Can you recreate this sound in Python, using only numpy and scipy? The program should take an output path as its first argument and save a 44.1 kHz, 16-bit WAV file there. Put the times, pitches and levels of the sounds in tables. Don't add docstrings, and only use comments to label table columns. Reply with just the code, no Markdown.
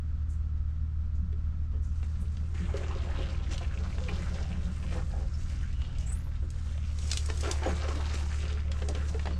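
import sys
import numpy as np
from scipy import signal
from scipy.io import wavfile
from scipy.ndimage import uniform_filter1d

SR = 44100
rng = np.random.default_rng(int(sys.argv[2]) if len(sys.argv) > 2 else 0)


def store_pcm(level_fs):
    pcm = np.round(np.clip(level_fs, -1, 1) * 32767).astype(np.int16)
    wavfile.write(sys.argv[1], SR, np.atleast_2d(pcm).T)


N = 414099
TIME = np.arange(N) / SR


def amp(db):
    return 10 ** (np.asarray(db) / 20)


def unit(x):
    return x / np.sqrt(np.mean(x ** 2) + 1e-20)


def at_peak(x, db, size=176):
    return amp(db) * x / np.sqrt(uniform_filter1d(x ** 2, size).max())


def curves(rows):
    time_s, *columns = np.transpose(rows)
    return [np.interp(TIME, time_s, column) for column in columns]


def add(mix, start_s, sound):
    part = mix[max(round(start_s * SR), 0):][:len(sound)]
    part += sound[:len(part)]


def colour(x, spectrum, size=4096):
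    hz, db = np.transpose(spectrum)
    bins_hz = abs(np.fft.fftfreq(size, 1 / SR))
    log_gain = np.log(amp(np.interp(np.log(bins_hz + 1), np.log(hz), db)))
    taps = np.fft.ifft(np.exp(np.conj(signal.hilbert(log_gain)))).real
    return signal.oaconvolve(x, taps[:size // 2])[:len(x)]


def ring(x, hz, *widths_hz):
    hz = min(hz, SR / 3)
    for width_hz in widths_hz:
        x = signal.lfilter(*signal.iirpeak(hz, hz / min(width_hz, SR / 4), fs=SR), x)
    return x


def resonate(x, hz, width_hz):
    carrier = np.exp(2j * np.pi * np.cumsum(hz * np.ones(len(x))) / SR)
    pole = np.exp(-np.pi * width_hz / SR)
    smoothed = signal.lfilter([1 - pole], [1, -pole], x * carrier.conj() + 1e-18)
    return 2 * (carrier * smoothed).real


def wander(per_s, size=N):
    knots = rng.standard_normal(2 ** 14)
    return unit(np.interp(TIME[:size] * per_s, np.arange(len(knots)), knots))


def clicks(per_s, spread_db):
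    size = amp(spread_db * np.minimum(rng.exponential(1, N), 4.5))
    return size * rng.choice([-1, 1], N) * (rng.random(N) < per_s / SR)


def crackle(decay_s, grain_db, rise_s):
    t = TIME[:SR // 4]
    slips, sizes = rng.standard_normal((2, len(t)))
    envelope = np.exp(-t / max(decay_s, 1e-3)) * (1 - np.exp(-t / rise_s))
    return slips * amp(grain_db * sizes) * envelope


def cab(x, wet, t60_s=0.083):
    t = TIME[:SR // 5]
    tail = rng.standard_normal(len(t)) * amp(-60 * t / t60_s)
    tail *= wet / np.linalg.norm(tail)
    tail[0] = 1
    return signal.oaconvolve(x, tail)[:len(x)]


def drivetrain(level_db=-71, pitch_hz=1325, width_hz=140):
    return amp(level_db) * unit(ring(rng.standard_normal(N), pitch_hz, width_hz, width_hz))


# freq_hz, gain_db
HISS_SPECTRUM = [(120, -7.5), (235, -5.5), (390, -20), (550, -20), (880, -25.5), (1080, -21), (1550, -23),
                 (2200, -29.5), (6000, -37), (8200, -43.5), (10000, -56.5), (15000, -74)]

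def cab_hiss(level_db=-56.5):
    air = rng.standard_normal(N) * amp(wander(40))
    return amp(level_db) * unit(colour(air, HISS_SPECTRUM))


# time_s, level_db
BOOM_LEVELS = [(0, -59), (3.7, -51.5), (4.15, -39), (6.4, -61.5), (9.39, -44.5)]
# start_s, peak_db
TRAIL_BUMPS = [(1.18, -39.5), (2.14, -42), (2.569, -36), (3.209, -44), (4.411, -43), (7.66, -37.5)]

def cab_boom(trim_db=-2, pitch_hz=177, width_hz=26, jolt_s=0.032):
    shake = ring(rng.standard_normal(N), pitch_hz, width_hz, width_hz)
    out = amp(curves(BOOM_LEVELS)[0] + trim_db) * unit(shake)
    for start_s, peak_db in TRAIL_BUMPS:
        jolt = crackle(jolt_s, grain_db=4.5, rise_s=jolt_s)
        add(out, start_s, at_peak(ring(jolt, pitch_hz, width_hz, width_hz), peak_db))
    return out


# freq_hz, gain_db
TYRE_SPECTRUM = [(12, -5.5), (24, 6.5), (42, 7.5), (66, 12), (90, -9), (150, -6), (260, -18.5),
                 (1500, -100)]
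# time_s, level_db
TYRE_LEVELS = [(0, -39.5), (2, -38), (6.2, -34.5), (7.2, -42), (9.39, -57)]

def tyres():
    rumble = colour(rng.standard_normal(N), TYRE_SPECTRUM, size=16384)
    return amp(curves(TYRE_LEVELS)[0]) * unit(rumble)


# time_s, crank_hz, firing_db
ENGINE_RUN = [(0, 19.1, -32.5), (1.15, 19.05, -32), (2, 19.3, -33.5), (6.1, 19.45, -37), (7.3, 18.6, -31.5),
              (9.39, 18.25, -31.5)]
# order, gain_db
CRANK_ORDERS = [(1, -7), (2, -14), (3, -12.5), (3.33, -15.5), (3.67, -15.5), (4, 3), (5, -20), (6, -12),
                (7, -24.5), (8, -25), (12, -30.5)]

def engine(lope_db=-31, firing_waver=0.025, lope_waver=0.12):
    crank_hz, firing_db = curves(ENGINE_RUN)
    turns = np.cumsum(crank_hz) / SR
    out = np.zeros(N)
    for order, gain_db in CRANK_ORDERS:
        order = round(3 * order) / 3
        if order == 4:
            strength = amp(firing_db) * (1 + firing_waver * wander(24))
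        else:
            strength = amp(lope_db) * (1 + lope_waver * wander(14))
        out += amp(gain_db) * strength * np.cos(2 * np.pi * (order * turns + rng.random()))
    return out


# start_s, peak_db, centre_hz, decay_s
LEAF_FLICKS = [(0.286, -61.5, 7300, 0.032), (1.146, -68, 6060, .015), (1.82, -62.5, 6550, 0.038),
               (2.198, -62, 8800, 0.025), (5.986, -54.5, 6060, 0.028), (6.235, -69, 11500, .022),
               (9.076, -49, 5750, 0.015)]

def flicks(q=2.2, flutter_db=2):
    out = np.zeros(N)
    for start_s, peak_db, hz, decay_s in LEAF_FLICKS:
        hiss = crackle(decay_s, grain_db=-2.5, rise_s=decay_s)
        hiss *= amp(flutter_db * wander(110, size=len(hiss)))
        add(out, start_s, at_peak(ring(hiss, hz, hz / q, hz / q), peak_db))
    return out


# start_s, peak_db, resonance_hz, decay_s
STEM_CREAKS = [(2.573, -54, 2060, 0.013), (2.899, -43, 1100, 0.018), (3.705, -48, 1520, 0.015),
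               (4.081, -37.5, 2400, 0.01), (4.912, -56, 2040, 0.019), (5.62, -50, 1543, 0.018)]

def creaks(slips_per_s=160, unevenness=0.2, slip_share=0.35, damping_hz=7000):
    out = np.zeros(N)
    for start_s, peak_db, hz, decay_s in STEM_CREAKS:
        run = crackle(decay_s, grain_db=1.5, rise_s=decay_s)
        slip_hz = slips_per_s * np.exp(unevenness * wander(slips_per_s, size=len(run)))
        cycle = np.cumsum(slip_hz) / SR % 1
        width_hz = hz ** 2 / damping_hz
        wood = ring(run * np.exp(-cycle / slip_share), hz, width_hz, 2 * width_hz)
        add(out, start_s, at_peak(cab(wood, wet=0.5), peak_db))
    return out


# start_s, length_s, start_hz, end_hz, level_db, rasp_share
STEM_SQUEAKS = [(4.005, 0.084, 516, 492, -49, 0.16), (4.95, 0.066, 503, 502, -48, 0),
                (5.335, 0.025, 5430, 5200, -54, 0.1), (5.7, 0.38, 2950, 2900, -63.5, 0.4),
                (6.054, 0.1, 7450, 8500, -50, 0.2), (6.1, 0.065, 8800, 9400, -61, 0.35),
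                (6.13, 0.095, 10350, 10700, -66.5, 0.2), (6.14, 0.09, 13850, 13400, -72, 0.25),
                (7.636, 0.1, 7000, 6180, -54, 0.03), (9.32, 0.075, 4600, 4300, -60.5, 0.2),
                (9.144, 0.035, 442, 430, -41, 0)]

def squeaks(jitter=0.013, waver=0.007, stutter_db=5, rasp_width=0.16, octave_db=-36):
    out = np.zeros(N)
    unsteady = 1 + jitter * wander(900) + waver * wander(45)
    stutter = amp(stutter_db * np.minimum(wander(90), 1))
    slips = rng.standard_normal(N)
    for start_s, length_s, start_hz, end_hz, level_db, rasp_share in STEM_SQUEAKS:
        progress = (TIME - start_s) / length_s
        on = (progress > 0) & (progress < 1)
        hz = (start_hz + (end_hz - start_hz) * progress[on]) * unsteady[on]
        phase = 2 * np.pi * np.cumsum(hz) / SR
        octave = amp(octave_db) * (2 * hz < SR / 2) * np.sin(2 * phase)
        tone = unit(np.sin(phase) + octave)
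        width_hz = rasp_width * start_hz
        rasp = unit(resonate(resonate(slips[on], hz, width_hz), hz, 2 * width_hz))
        note = np.sqrt(1 - rasp_share) * tone + np.sqrt(rasp_share) * rasp
        out[on] += amp(level_db) * unit(stutter[on] * note) * signal.windows.tukey(len(hz), 0.4)
    return cab(out, wet=0.52)


# freq_hz, gain_db
WALL_SPECTRUM = [(300, 31), (1200, 5), (8000, 2), (9400, -3.5), (11500, -14), (15000, -22.5)]

def through_wall(x):
    return colour(x, WALL_SPECTRUM)


# start_s, peak_db, centre_hz
TWIG_SNAPS = [(1.327, -59, 2400), (2.0288, -48.5, 1710), (2.3692, -51, 2430), (2.769, -45.5, 3600),
              (3.514, -47.5, 2750), (3.579, -38, 3370), (3.982, -41, 1750), (5.728, -54.5, 4440),
              (5.816, -47, 2500), (5.984, -48, 5200), (6.503, -47.5, 7970), (6.777, -52, 1530),
              (6.987, -43, 5600), (7.102, -41, 4200), (7.114, -27, 5070), (7.131, -31.5, 4200),
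              (7.172, -28.5, 4970), (7.259, -42, 7800), (7.288, -43, 1530), (7.2991, -33.5, 2100),
              (7.374, -43.5, 5600), (7.4076, -38.5, 7000), (7.5123, -28.5, 6300), (7.6332, -38, 1810),
              (7.8834, -37.5, 2020), (8.526, -47.5, 4160), (8.7158, -40, 3420), (8.8195, -39.5, 1670),
              (8.8857, -37.5, 5050), (8.9491, -40, 2170), (9.142, -41.5, 1550), (9.194, -40, 2030),
              (9.255, -38, 1840), (9.2699, -33, 1460), (9.307, -40, 1290)]

def snaps(q=0.83):
    out = np.zeros(N)
    for start_s, peak_db, hz in TWIG_SNAPS:
        slips = crackle(0.003 * (5000 / hz) ** 0.25, grain_db=5, rise_s=0.001)
        crack = ring(slips, hz, hz / q, 2 * hz)
        inside = cab(through_wall(crack), wet=0.55, t60_s=0.14)
        add(out, start_s, at_peak(inside, peak_db))
    return out


# pitch_hz, width_hz, gain_db
PANEL_MODES = [(276, 46, -8), (364, 25, -1), (427.7, 45, 2.5), (526, 72, 1), (654, 49, -10.5),
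               (768, 47, -9.5), (1044, 60, -10), (1170, 840, -18.5)]
# freq_hz, gain_db
BRANCH_SPECTRUM = [(150, -41), (290, 5), (450, -1), (1600, 2), (3000, 5), (12000, -84)]

def panel(push, direct_db=-21):
    out = amp(direct_db) * push
    for hz, width_hz, gain_db in PANEL_MODES:
        coupling = amp(2.5 * wander(6, size=len(push)))
        out += amp(gain_db) * ring(push * coupling, hz, width_hz)
    return colour(out, BRANCH_SPECTRUM)


# start_s, peak_db, centre_hz, judder_s
BRANCH_KNOCKS = [(1.326, -50.5, 310, 0.011), (1.738, -51.5, 279, 0.033), (2.74, -31, 404, 0.0029),
                 (2.955, -41, 355, 0.013), (3.187, -38, 430, 0.023), (3.61, -42, 715, 0.014),
                 (4.09, -40, 385, 0.028), (6.425, -48, 320, 0.013), (7.29, -45, 350, 0.064),
                 (7.429, -39, 398, 0.013), (7.456, -34, 396, 0.0058), (7.6615, -26.5, 478, 0.018),
                 (7.687, -30, 390, 0.0051), (7.883, -33.5, 393, 0.014), (8.432, -44.5, 362, 0.0041),
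                 (8.818, -39.5, 420, 0.0035), (8.886, -37.5, 520, 0.027), (8.948, -41, 574, 0.033),
                 (9.03, -50, 430, 0.011), (9.256, -40, 520, 0.09)]

def knocks(q=1.6, typical_judder_s=0.016, clack_db=-21, clack_hz=1500, strike=0.55):
    out = np.zeros(N)
    lowest_mode_hz = PANEL_MODES[0][0]
    for start_s, peak_db, hz, judder_s in BRANCH_KNOCKS:
        blow = crackle(judder_s, grain_db=5, rise_s=0.0012)
        blow[0] += strike * np.linalg.norm(blow)
        width_hz = hz / q * np.clip(judder_s / typical_judder_s, 0.5, 2) ** 2
        thud = unit(cab(panel(ring(blow, hz, width_hz)), wet=0.64, t60_s=0.15))
        clack = unit(ring(blow, clack_hz, clack_hz, 2 * clack_hz))
        clack_gain = amp(clack_db) * hz / lowest_mode_hz
        add(out, start_s, at_peak(thud + clack_gain * clack, peak_db))
    return out


def touch(start_s, length_s, attack_s, release_s, ease_db_per_s=0.5):
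    t = np.maximum(TIME - start_s, 0)
    press = np.minimum(t / attack_s, 1)
    release = np.exp(-np.minimum(np.maximum(t - length_s, 0) / release_s, 20))
    return press * release * amp(-ease_db_per_s * t)


# start_s, length_s, leaf_db, twig_db, branch_db
BUSH_CONTACTS = [(1.76, 0.99, -68, -65, -65.5), (2.475, 0.78, -65.5, -51, -47),
                 (3.317, 0.62, -63, -54, -53.5), (3.893, 0.55, -60.5, -51.5, -50),
                 (4.5, 0.93, -62.5, -61.5, -61.5), (5.28, 0.8, -68, -56.5, -61),
                 (6.366, 1.1, -62, -58.5, -67), (6.824, 0.46, -50.5, -55.5, -57),
                 (7.305, 0.77, -58, -48.5, -48.5), (8.562, 0.56, -60, -53, -48.5)]
# start_s, length_s, level_db, thickness (0 leaf, 0.5 twig, 1 branch)
STEM_CONTACTS = [(2.54, 0.075, -52.5, 0.4), (2.755, 0.12, -47, 0.73), (2.875, 0.14, -54, 1),
                 (3.136, 0.17, -49.5, 0.83), (3.506, 0.027, -42, 0.67), (4.906, 0.078, -44.5, 0.88),
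                 (5.1, 0.13, -50, 0.93), (5.493, 0.054, -56.5, 0.24), (7.431, 0.083, -37.5, 0.83),
                 (7.615, 0.08, -39.5, 1), (7.818, 0.17, -45, 1), (8.002, 0.45, -48.5, 0.39),
                 (8.134, 0.022, -45, 0.28), (8.452, 0.13, -48.5, 0.68)]

def pressure(db_per_thickness=26.5):
    power = np.zeros((3, N))
    for start_s, length_s, *levels_db in BUSH_CONTACTS:
        contact = touch(start_s, length_s, attack_s=0.29, release_s=0.4)
        power += np.outer(amp(levels_db), contact) ** 2
    for start_s, length_s, level_db, thickness in STEM_CONTACTS:
        share = amp(-db_per_thickness * abs(thickness - np.array([0, 0.5, 1])))
        contact = touch(start_s, length_s, attack_s=0.0061, release_s=0.029)
        power += np.outer(amp(level_db) * share / np.linalg.norm(share), contact) ** 2
    return np.sqrt(power)


def stems(low_hz, high_hz, per_s, spread_db, grip_db, q, count, bend=0.14):
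    out = np.zeros(N)
    for hz in np.geomspace(low_hz, high_hz, count):
        slips = clicks(per_s, spread_db) * amp(grip_db * wander(26))
        rub = resonate(slips, hz * np.exp(bend * wander(9)), hz / q)
        front, rear = (cab(rub, wet=1.0, t60_s=0.091) - rub for _ in range(2))
        place = wander(2)
        out += unit(rub + np.cos(place) * front + np.sin(place) * rear) * np.sqrt(hz)
    return out


def branches(press, tug_db=0.9):
    rubs = stems(261, 1434, per_s=220, spread_db=-0.5, grip_db=4.0, q=3.8, count=6)
    return press * unit(panel(rubs * amp(tug_db * wander(24))))


# freq_hz, gain_db
TWIG_SPECTRUM = [(300, -26), (800, -8.5), (1400, -7), (2800, -8.5), (4200, -13), (7500, -17), (15000, -78)]
# freq_hz, gain_db
LEAF_SPECTRUM = [(1500, 5), (3800, 2), (5500, 6), (8200, 4), (9300, -3.5), (11500, -12.5), (15000, -25.5)]

def brush(leaf_press, twig_press, twig_gain_db=-1, tick_gain_db=-5):
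    tug = amp(wander(30))
    twigs = stems(900, 5500, per_s=230, spread_db=3.9, grip_db=2.9, q=3.2, count=8, bend=0.22)
    leaves = stems(3540, 11100, per_s=900, spread_db=3.2, grip_db=2.5, q=2.3, count=5)
    tips = cab(clicks(per_s=38, spread_db=3), wet=0.9, t60_s=0.04)
    scratch = twig_press * amp(twig_gain_db) * unit(colour(twigs, TWIG_SPECTRUM))
    swish = leaf_press * unit(colour(leaves, LEAF_SPECTRUM))
    ticks = np.sqrt(leaf_press * twig_press) * amp(tick_gain_db) * unit(through_wall(tips))
    return tug * (scratch + swish + ticks)


def scene():
    leaf_press, twig_press, branch_press = pressure()
    rubbing = branches(branch_press) + brush(leaf_press, twig_press)
    truck = engine() + tyres() + cab_boom() + cab_hiss() + drivetrain()
    return (truck + rubbing + snaps() + knocks() + squeaks() + creaks() + flicks())[None]


def record(dry):
    cutoff_hz = 15600
    taps = signal.firwin(511, cutoff_hz, window=("kaiser", 9), fs=SR)
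    return signal.oaconvolve(dry, taps[None], "same")


dry = scene()
out = record(dry)
store_pcm(out)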